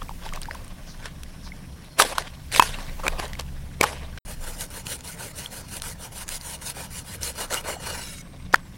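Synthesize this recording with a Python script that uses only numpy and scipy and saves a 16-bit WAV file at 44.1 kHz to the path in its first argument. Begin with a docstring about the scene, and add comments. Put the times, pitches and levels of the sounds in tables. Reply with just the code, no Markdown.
"""Outdoors, at a wooden block among dry palm leaves; one microphone, near-mono in two channels.
Close by, a large wet fish is handled: leaves crackle, skin squelches and pops, slabs slap the wood.
After a short cut to silence a cleaver saws through skin in quick strokes, its friction ringing
steel and block, and slides off the wood. Wind buffets the microphone throughout;
farther off are an engine's hum, insects and small birds."""
import sys
import numpy as np
from scipy import signal
from scipy.fft import rfft, irfft, next_fast_len
from scipy.io import wavfile
from scipy.ndimage import uniform_filter1d, map_coordinates

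SR = 44100
rng = np.random.default_rng(int(sys.argv[2]) if len(sys.argv) > 2 else 0)


def master(y):
    """Save y as 16-bit WAV."""
    cut = np.clip(np.atleast_2d(y).T, -1, 1)
    pcm = np.round(cut * 32767)  # scale
    wavfile.write(sys.argv[1], SR, pcm.astype(np.int16))


N = 386757
TIME = np.arange(N) / SR
SLOW_TIME = np.arange(0, N + 16, 16) / SR  # coarse grid for levels
HIT_TIME = np.arange(SR // 8) / SR  # time since a contact
SILENCE_S, SAWING_S, SLIDE_S = (4.186, 4.250), (4.2, 8.2), (7.85, 8.18)  # slide: the last long draw


def amp(db):
    return 10 ** (np.asarray(db) / 20)


def unit(x):
    return x / np.sqrt(np.mean(x ** 2) + 1e-20)


def filtered(x, response):
    """x through a response given as a function of frequency."""
    m = next_fast_len(len(x) + 8192)
    return irfft(rfft(x, m) * response(np.fft.rfftfreq(m, 1 / SR)), m)[:len(x)]


def noise(response, n=N):
    """Coloured noise, rms 1."""
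    return unit(filtered(rng.standard_normal(n), response))


def shape(points):
    """Response through (f/Hz, level/dB) points on a log axis."""
    f, db = np.transpose(points)
    return lambda hz: amp(np.interp(np.log(hz + 1), np.log(f + 1), db))


def modes(table, widen=0.87):
    """Response of (f/Hz, nominal width/Hz, level/dB) resonances, alternating in sign."""
    return lambda f: sum(
        (-1) ** k * amp(db) * 1j * f * width * widen / (hz * hz - f * f + 1j * f * width * widen)
        for k, (hz, width, db) in enumerate(table))


def phase(hz):
    return 2 * np.pi * np.cumsum(hz) / SR


def wobble(rate):
    """A smooth random curve, rate knots a second."""
    return map_coordinates(rng.standard_normal(int(N * rate / SR) + 4), [TIME * rate])


def grit(rate, spread_db, share, lumpy_db):
    """Noise with sharp grains and fast lumps, rms 1."""
    size = amp(spread_db * np.minimum(rng.exponential(size=N), 2))
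    grains = (rng.random(N) < rate / SR) * size * rng.standard_normal(N)
    mix = np.sqrt(share) * unit(grains) + np.sqrt(1 - share) * rng.standard_normal(N)
    return unit(mix * amp(lumpy_db * wobble(70)))


def patchy(x, depth_db, bins, frames):
    """x with random gain patches in frequency and time, rms 1."""
    spectrum = signal.stft(x, nperseg=256)[2]
    patches = uniform_filter1d(rng.standard_normal(spectrum.shape), bins, 0)
    patches = unit(uniform_filter1d(patches, frames, 1))
    return unit(signal.istft(spectrum * amp(depth_db * patches), nperseg=256)[1][:N])


def per_sample(rows):
    return [np.interp(TIME, SLOW_TIME, row) for row in rows]


def add(track, s, sound):
    """Mixes a sound in at time s."""
    span = track[round(s * SR):][:len(sound)]
    span += sound[:len(span)]


# Wind at the microphone and hum in the distance: t/s, wind level/dB, hum level/dB
WIND_AND_HUM = [(0.0, -33, -45), (0.12, -32, -43), (0.88, -41.5, -47), (1.83, -46, -42), (1.88, -47.5, -55),
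                (3.03, -30, -43.5), (3.83, -42.5, -43.5), (4.47, -37, -48.5), (4.88, -48, -48.5),
                (8.55, -45.5, -45), (8.77, -41, -46.5)]
# Engine orders: f/Hz, nominal width/Hz, level/dB
HUM_ORDERS = [(67.4, 7.4, 1.5), (133.4, 3.7, -5.5), (174.5, 18, -6)]

def wind_and_hum():
    """Wind buffets the microphone over the narrow rumble bands of a far engine."""
    s, wind_db, hum_db = np.transpose(WIND_AND_HUM)
    buffets = noise(shape([(8, -36), (22, 26), (45, 7), (80, -29.5)]))
    wind = unit(buffets * amp(0.58 * wobble(7.3)))
    hum = noise(modes(HUM_ORDERS))
    return amp(np.interp(TIME, s, wind_db)) * wind + amp(np.interp(TIME, s, hum_db)) * hum


# Insect bands, applied twice over: f/Hz, nominal width/Hz, level/dB
INSECT_BANDS = [(4200, 200, -4), (5360, 450, 1), (5900, 250, 0), (9800, 1100, -2), (13300, 800, -5)]
# Open-air ambience: f/Hz, level/dB
FIELD_SPECTRUM = [(29, -31), (50, -4), (141, -3), (222, -13), (276, -12), (436, -34), (610, -29),
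                  (919, -40), (1040, -31), (1140, -37), (2780, -41), (6930, -47), (9470, -44), (12500, -52),
                  (15700, -49)]

def field_and_insects():
    """The field all around: a gently wavering hiss with thin bands of insects."""
    insects = noise(lambda hz: modes(INSECT_BANDS)(hz) ** 2)
    field = patchy(rng.standard_normal(N), depth_db=1.5, bins=6, frames=10)
    field = filtered(field, shape(FIELD_SPECTRUM))
    field /= np.std(filtered(field, lambda hz: hz > 230))  # the part above the rumble sets the level
    return amp(-56 + wobble(2.57)) * field + amp(-66 + 2.2 * wobble(3)) * insects


# The fish gripped, dragged and dropped, close by:
# peak t/s, crackle level/dB, 10 dB rise/ms, 10 dB fall/ms, squelch/dB re crackle
RUSTLES = [(0.022, -44.5, 16, 25, -1.5), (0.265, -40, 39, 25, -3.5), (0.36, -39.5, 27, 21, -1.5),
           (0.425, -40, 7, 29, -8), (0.52, -49, 33, 350, -1.5), (1.068, -41, 69, 20, -6),
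           (1.998, -18, 11, 18, -7), (2.025, -21.5, 26, 12.5, -1.5), (2.055, -28.5, 8, 84, -4),
           (2.187, -36.5, 18, 55, -7), (2.273, -44.5, 23, 20, -6), (2.525, -29, 3, 98, -14),
           (2.587, -23.5, 40, 7, -8.5), (2.63, -29, 28, 97, -9), (2.8, -40.5, 33, 97, -1.5),
           (3.0, -41, 14, 13, 0.5), (3.037, -38.5, 2.5, 66, 8), (3.067, -36, 13, 11, 11),
           (3.11, -41.5, 28, 50, -12), (3.197, -34, 21, 24, 1), (3.238, -37, 32, 47, -1.5),
           (3.395, -35.5, 5.5, 17, -3), (3.812, -30, 7, 12, 2.5), (3.837, -22.5, 7.5, 9.5, 5),
           (3.87, -33, 22, 95, -4.5), (4.178, -41.5, 3, 19, -11), (8.56, -43.5, 23.5, 18, 2)]
# Dry palm leaves: f/Hz, level/dB
LEAF_SPECTRUM = [(880, -20), (1500, -4), (2390, -8.5), (2970, -8.5), (6960, -13), (10200, -9), (16000, -31)]

def handling():
    """Leaves crackle and wet flesh squelches: steep swells that linger over a faint bed."""
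    power = amp(2 * np.array([[-56], [-60.5]]))  # the bed: crackle, squelch
    for s, db, rise_ms, fall_ms, wet_db in RUSTLES:
        ms = 1000 * np.abs(SLOW_TIME - s)
        lost_db = 10 * np.where(SLOW_TIME < s, (ms / rise_ms) ** 1.5, (ms / fall_ms) ** 0.85)
        power = power + amp(2 * np.array([db - lost_db, db + wet_db - lost_db]))
    crackle_db, squelch_db = per_sample(10 * np.log10(power))
    grains = grit(rate=1500, spread_db=5.5, share=0.36, lumpy_db=2)
    grains = patchy(grains, depth_db=3, bins=4, frames=8)
    grains *= (TIME < SAWING_S[0]) | (TIME > SAWING_S[1])  # the leaves lie still during the sawing
    crackle = unit(filtered(grains, shape(LEAF_SPECTRUM)))
    treble = filtered(crackle, lambda hz: 1 / (1 + (6000 / (hz + 1)) ** 4))
    dulling = np.clip((-22.5 - crackle_db) / 24, 0, 1)  # gentle rustling is duller than a crash
    squelch = unit(filtered(grains, modes([(570, 350, 0.62), (1200, 217, 2)])))
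    return amp(crackle_db) * (crackle - dulling * treble) + amp(squelch_db) * squelch


# Pops in the skin and one squeak of the blade: t/s, level/dB, f/Hz, length/ms
POPS = [(0.017, -35.5, 3340, 5), (0.019, -26, 1240, 6.5), (0.085, -37, 2350, 5), (0.0932, -24.5, 1010, 5),
        (0.11, -31, 880, 8.8), (0.262, -29, 886, 16), (0.325, -28.5, 1170, 6.4), (0.374, -27.5, 1110, 6.4),
        (0.485, -27.5, 913, 14), (0.5107, -19, 1790, 2.6), (0.5455, -33, 1500, 4),
        (0.552, -30.5, 1020, 8.7), (1.519, -31, 2170, 9.1), (2.743, -25, 2760, 5.1), (2.998, -35, 900, 7),
        (5.46, -21.5, 3300, 4), (7.57, -26.5, 2900, 37), (7.766, -27.5, 740, 8.7)]

def pops():
    """Air pockets pop in wet skin: soft-edged tones that swell early and climb a little."""
    out = np.zeros(N)
    for s, db, hz, ms in POPS:
        progress = np.linspace(0, 1, int(ms * SR / 1000))
        swell = np.sin(np.pi * progress ** 0.41) ** 2
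        pitch = hz * (1 + 0.07 * (progress - 0.5))
        add(out, s, amp(db) * swell * np.sin(phase(pitch)))
    return out


def crack_band(hz):
    """The treble response of a contact's crack."""
    return 1j * hz / (3000 + 1j * hz) * (9000 / (9000 + 1j * hz)) ** 3


# Small contacts around the block: t/s, level/dB, f/Hz, nominal crack/dB re ring
TICKS = [(0.03, -35, 10200, -10.5), (0.093, -35, 3100, -9), (0.336, -22.5, 2140, -10),
         (0.36, -31, 14500, -4), (0.29, -30, 3140, -10), (0.417, -20.5, 8900, -13.5),
         (0.432, -24.5, 4670, -11), (0.456, -27.5, 1640, -12), (0.511, -32, 4150, -10),
         (0.533, -37, 9600, -10), (0.549, -33.5, 11000, -5), (0.6463, -32, 9000, -14.5),
         (0.68, -34, 8800, -12), (1.057, -25, 1730, -7), (1.234, -34, 5050, 1.5),
         (2.222, -25.5, 2020, -9.5), (2.518, -32.5, 2280, 1.5), (2.549, -10, 2620, -18.5),
         (2.787, -27, 970, -13), (3.197, -23, 800, -12), (3.254, -23, 3900, -19.5),
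         (3.28, -32.5, 9080, -10), (3.333, -26, 1970, -10), (3.353, -27, 2200, -17.5),
         (3.393, -27.5, 2180, -10), (3.397, -23.5, 4430, -4), (3.409, -30, 4360, -2), (3.93, -28, 904, -11),
         (4.176, -28.5, 1560, -12), (4.609, -22, 10300, -6), (4.704, -27.5, 9500, -26.5),
         (4.868, -23.5, 2850, -3.5), (4.99, -36, 10000, -8.5), (5.008, -31.5, 7000, -9.5),
         (5.768, -24, 10600, -9), (5.799, -32, 3000, -7), (5.82, -18.5, 9100, -7.5), (6.28, -22, 6750, -13),
         (6.29, -20, 10200, -6), (6.412, -29, 4760, -9.5), (6.7, -18, 10100, -16), (6.768, -29, 790, -17),
         (7.232, -14, 5900, -12.5), (7.359, -34, 1370, -12), (7.507, -21.5, 1780, -10),
         (7.526, -20, 7950, -5.5), (7.537, -24, 3000, -1), (7.543, -11.5, 8200, -8.5),
         (8.184, -36, 2200, -6), (8.528, -26, 6000, -9), (8.534, -21.5, 5000, -12.5)]

def ticks():
    """Leaf, skin and blade tick: a few cycles and a crack that dulls far above their pitch."""
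    out, t = np.zeros(N), HIT_TIME
    faint = [(s, rng.normal(-44, 3), min(3500 * 2 ** rng.normal(), SR / 4), -8)
             for s in rng.uniform(0, SLIDE_S[1], 45)]
    for s, db, hz, crack_db in TICKS + faint:
        ring = amp(-60 * t / (0.0036 + 14 / hz)) * np.sin(2 * np.pi * hz * t)
        burst = noise(lambda f: crack_band(f) / (1 + 1j * f / (6.2 * hz)) ** 2, len(t))
        crack = amp(crack_db + 4.5 - 60 * t / 0.01) * burst
        add(out, s, amp(db) * (ring + crack))
    return out


# A bird far off: t/s, length/s, start f/Hz, end f/Hz, level/dB
CHIRPS = [(0.835, 0.14, 5900, 4490, -45), (1.411, 0.1, 5860, 4080, -44)]

def bird_chirps():
    """Husky falling chirps: noise sidebands blur the pitch."""
    out = np.zeros(N)
    for s, length, start_hz, end_hz, db in CHIRPS:
        n = int(length * SR)
        husk = unit(uniform_filter1d(rng.standard_normal(n), size=18))
        glide = np.sin(phase(np.linspace(start_hz, end_hz, n)))
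        add(out, s, amp(db) * np.hanning(n) * husk * glide)
    return out


# Small birds, faint at the microphone, one list of points a note: t/s, f/Hz, level/dB
BIRD_NOTES = [
    [(1.9, 4300, -58), (1.97, 4200, -58)],
    [(7.73, 8500, -58), (7.78, 7600, -54), (7.82, 6400, -57)],
    [(8.21, 7900, -66), (8.27, 8400, -63), (8.33, 8700, -64), (8.35, 7800, -64)],
    [(8.38, 8000, -65), (8.42, 8700, -64), (8.46, 7900, -66)],
    [(8.58, 8500, -66), (8.63, 7900, -64), (8.7, 7100, -67)],
]

def bird_whistles():
    """Thin whistles glide from point to point."""
    out = np.zeros(N)
    for note in BIRD_NOTES:
        s, hz, db = np.transpose(note)
        t = np.arange(s[0], s[-1], 1 / SR)
        fade = np.abs(np.sin(np.pi * (t - s[0]) / (s[-1] - s[0]))) ** 0.16
        whistle = np.sqrt(2) * np.sin(phase(np.interp(t, s, hz)))
        add(out, s[0], fade * amp(np.interp(t, s, db)) * whistle)
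    return out


# The far engine's clear note: t/s, f/Hz, level/dB
ENGINE_NOTE = [(1.9, 62.8, -66), (2.3, 64.06, -49.5), (3.4, 67.37, -42.5), (4.19, 70, -46)]

def engine():
    """Two slightly unsteady orders of an engine that slowly speeds up."""
    s, hz, db = np.transpose(ENGINE_NOTE)
    turn = phase(np.interp(TIME, s, hz) + 0.39 * wobble(4.7))
    level = amp(np.interp(TIME, s, db, -120, -120) + 1.5 * wobble(5))
    return level * np.sqrt(2) * (np.sin(turn) + amp(-4.5) * np.sin(2 * turn))


# Heavy blows on the block, close by, levels nominal: t/s, level/dB, f/Hz, thud and crack/dB re blow
BLOWS = [(1.999, 5, 1254, -15, -12.5), (2.003, -8.5, 1150, -25, 2), (2.021, -10.5, 1520, -30.5, 6.5),
         (2.182, -6, 1080, -37, -7), (2.561, -7.5, 2200, -30, -3.5), (2.596, 12.5, 986, -36, -28.5),
         (2.623, -4.5, 973, -30, -7.5), (3.066, -9.5, 2293, -2, -23), (3.0804, -6, 2460, -6, -4.5),
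         (3.811, 0.5, 2260, 2, -7), (3.832, -12.5, 1340, -31, 1), (3.839, 0, 890, -14, -23),
         (8.538, -7.5, 556, -3, -43), (8.5412, -1, 980, -27, -28), (8.5428, 3, 1720, -48, -31),
         (8.557, -17, 1560, -27, -5)]

def blows(block_hz=982, t60_s=0.013):
    """Each blow rings at its own pitch and the block's, with a wet smack, a thud and a crack."""
    out, t = np.zeros(N), HIT_TIME
    landing = 1 - np.exp(-t / 0.00089)  # soft flesh takes a moment to land
    knock = 0.41 * np.sin(2 * np.pi * block_hz * t)
    for s, db, hz, thud_db, crack_db in BLOWS:
        ring = amp(-60 * t / t60_s) * (np.sin(2 * np.pi * hz * t) + knock)
        smack = amp(-3 - 75 * t / t60_s) * noise(modes([(1504, 400, 0)]), len(t))
        thud = amp(thud_db + 3.5 - 60 * t / 0.0056) * np.sin(2 * np.pi * 450 * t)
        crack = amp(crack_db + 4.5 - 60 * t / 0.0084) * noise(crack_band, len(t))
        add(out, s, amp(db) * landing * (ring + smack + thud + crack))
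    return out


# The cleaver laid down: t/s, level/dB, modes (f/Hz, relative level/dB, t60/s)
CLINK = (2.597, -23, [(2580, 5.5, 0.11), (9150, -27.5, 0.046)])

def cleaver_clink():
    """Two steel modes ring out briefly."""
    out, t = np.zeros(N), HIT_TIME
    s, db, steel = CLINK
    for hz, mode_db, t60 in steel:
        add(out, s, amp(db + mode_db - 60 * t / t60) * np.sin(2 * np.pi * hz * t))
    return out


# Cleaver strokes: start t/s, length/s, share before the peak, nominal hiss level/dB
STROKES = [(4.253, 0.1, 0.74, -41), (4.409, 0.18, 0.35, -41), (4.584, 0.082, .45, -34.5),
           (4.71, 0.11, 0.69, -38.5), (4.857, 0.11, .5, -35), (5.039, 0.11, 0.34, -38),
           (5.169, 0.15, 0.4, -39), (5.357, 0.12, 0.27, -37), (5.507, 0.11, 0.45, -38.5),
           (5.685, 0.11, 0.8, -36.5), (5.816, 0.12, 0.41, -36.5), (5.995, 0.082, 0.54, -40.5),
           (6.12, 0.12, 0.83, -37.5), (6.281, 0.099, 0.64, -32.5), (6.405, 0.16, 0.81, -36.5),
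           (6.616, .11, 0.61, -35), (6.748, 0.12, 0.51, -38.5), (6.906, 0.12, 0.38, -38),
           (7.046, 0.12, 0.83, -38), (7.212, 0.11, .45, -31), (7.354, 0.11, 0.59, -32),
           (7.502, 0.11, 0.38, -29), (7.642, 0.12, 0.47, -33), (7.803, 0.41, 0.19, -31)]
# The blade stays in the wet cut between strokes: t/s, nominal hiss level/dB
DRAG = [(4.3, -55), (5.3, -52), (6.0, -54.5), (7.0, -55.5), (7.8, -49.5)]
# The block answers as the edge reaches it: t/s, nominal level/dB at a stroke's peak
WOOD_CONTACT = [(6.6, -44), (6.8, -42), (7.05, -47.5), (7.5, -32.5), (7.7, -31.5), (7.85, -35.5)]
FREED_S = (7.2, 7.6, 7.95)  # the blade leaves the flesh and rings ever more freely

def stroke_forces(droop_db=10, turn_s=0.009):
    """Force on hiss, wood and sizzle: each stroke is a hump that drops away fast at the turn."""
    drag_db = np.interp(SLOW_TIME, *np.transpose(DRAG), -120, -120)
    power = amp(2 * np.array([drag_db, drag_db + 1, drag_db - 24]))
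    for start, length, share, hiss_db in STROKES:
        peak, end = start + share * length, start + length
        off_peak = np.interp(SLOW_TIME, (start - turn_s, start, peak, end, end + turn_s), (2, 1, 0, 1, 2))
        hump_db = -droop_db * off_peak ** 1.955
        wood_db = np.interp(peak, *np.transpose(WOOD_CONTACT))
        sizzle_db = hiss_db + np.interp(peak, FREED_S[:2], (-3.5, -9.5))  # weaker once through the skin
        power += amp(2 * (np.array([[hiss_db], [wood_db], [sizzle_db]]) + hump_db))
    return per_sample(np.sqrt(power))


# Steel modes, held in flesh and at the slide's end:
# held f/Hz, end f/Hz, base width/Hz, held level/dB, end level/dB
BLADE_MODES = [(1500, 1400, 110, -4, -14), (2400, 2200, 70, -16, -1), (2870, 2800, 85, 3, -6),
               (4250, 3800, 95, 1, -6), (5850, 5050, 85, -2, -5), (6100, 6000, 70, -7, -1),
               (7000, 6700, 90, -9, -11), (7600, 8200, 100, -8, -5), (8900, 8300, 100, -6, -9),
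               (9600, 9420, 120, -8, -9), (10500, 10350, 90, -8, -5), (11300, 11300, 110, -14, -11)]

def blade_ring(drive):
    """The blade's modes glide as the contact point runs along the edge in the last draw."""
    first = round(SILENCE_S[1] * SR)
    slide = np.interp(TIME[first:], SLIDE_S, (0, 1))
    out = np.zeros(N)
    for held_hz, end_hz, width, held_db, end_db in BLADE_MODES:
        carrier = np.exp(1j * phase(held_hz + slide * (end_hz - held_hz)))
        damping = 1 + (held_hz / 9000) ** 2  # contact with the wood widens the high modes
        pole = np.exp(-2 * np.pi * damping * width / SR)
        gain = (1 - pole ** 2) ** 1.5 / np.sqrt(1 + pole ** 2)  # unit power
        ring = signal.lfilter([gain], [1, -2 * pole, pole ** 2], drive[first:] / carrier) * carrier
        out[first:] += amp(held_db + slide * (end_db - held_db)) * ring.real
    return out


# The edge rubbing in flesh, close by: f/Hz, level/dB
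FRICTION_SPECTRUM = [(880, -43), (1500, -7), (2090, -1.5), (3490, -3.5), (4830, -2), (6950, -4),
                     (9510, -8.5), (12500, -21.5), (15700, -13)]
# The wooden block: f/Hz, nominal width/Hz, level/dB
BLOCK_MODES = [(524, 121, 5), (943, 63, 6.5), (1370, 326, -2)]

def sawing():
    """One gritty edge friction drives the hiss of flesh, the sizzle of skin, the steel and the block."""
    push, wood_push, sizzle_push = stroke_forces()
    friction = grit(rate=2500, spread_db=1.5, share=0.28, lumpy_db=1.5)
    friction = patchy(friction, depth_db=3, bins=2, frames=16)  # the grip of the flesh shifts the colour
    hiss = unit(filtered(friction, shape(FRICTION_SPECTRUM)))
    sizzle = unit(filtered(friction, modes([(9550, 2700, 0)])))  # the skin's grain sings under the edge
    wood = unit(filtered(friction, modes(BLOCK_MODES, widen=1.68)))
    steel_share = np.interp(TIME, FREED_S, (0.14, 0.45, 0.75))
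    flesh = np.sqrt(1 - steel_share) * (amp(-2) * push * hiss + sizzle_push * sizzle)
    steel = amp(-11) * blade_ring(np.sqrt(steel_share) * push * friction)
    on_block = np.interp(TIME, SLIDE_S, (1, 0.15))
    return flesh + steel + on_block * wood_push * wood


def scene():
    """The surroundings and the work at the block, all at one microphone."""
    around = wind_and_hum() + field_and_insects() + engine() + bird_chirps() + bird_whistles()
    close = handling() + sawing() + blows() + ticks() + cleaver_clink() + pops()
    return np.array([around + close, around + close])


# Difference between left and right: f/Hz, level/dB re the sound
SIDE_SPECTRUM = [(60, -83.5), (300, -37), (1200, -64), (5000, -47.5), (13000, -24.5)]

def record(dry):
    """A cut to silence, soft clipping, a faint treble difference between channels, a 16 kHz limit."""
    mid = dry[0] * ((TIME < SILENCE_S[0]) | (TIME > SILENCE_S[1]))
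    mid = mid / (1 + np.abs(mid / 0.98) ** 8) ** (1 / 8)
    side = filtered(mid * wobble(300), shape(SIDE_SPECTRUM))
    return np.array([filtered(x, lambda hz: hz < 16000) for x in (mid + side, mid - side)])


dry = scene()
out = record(dry)
master(out)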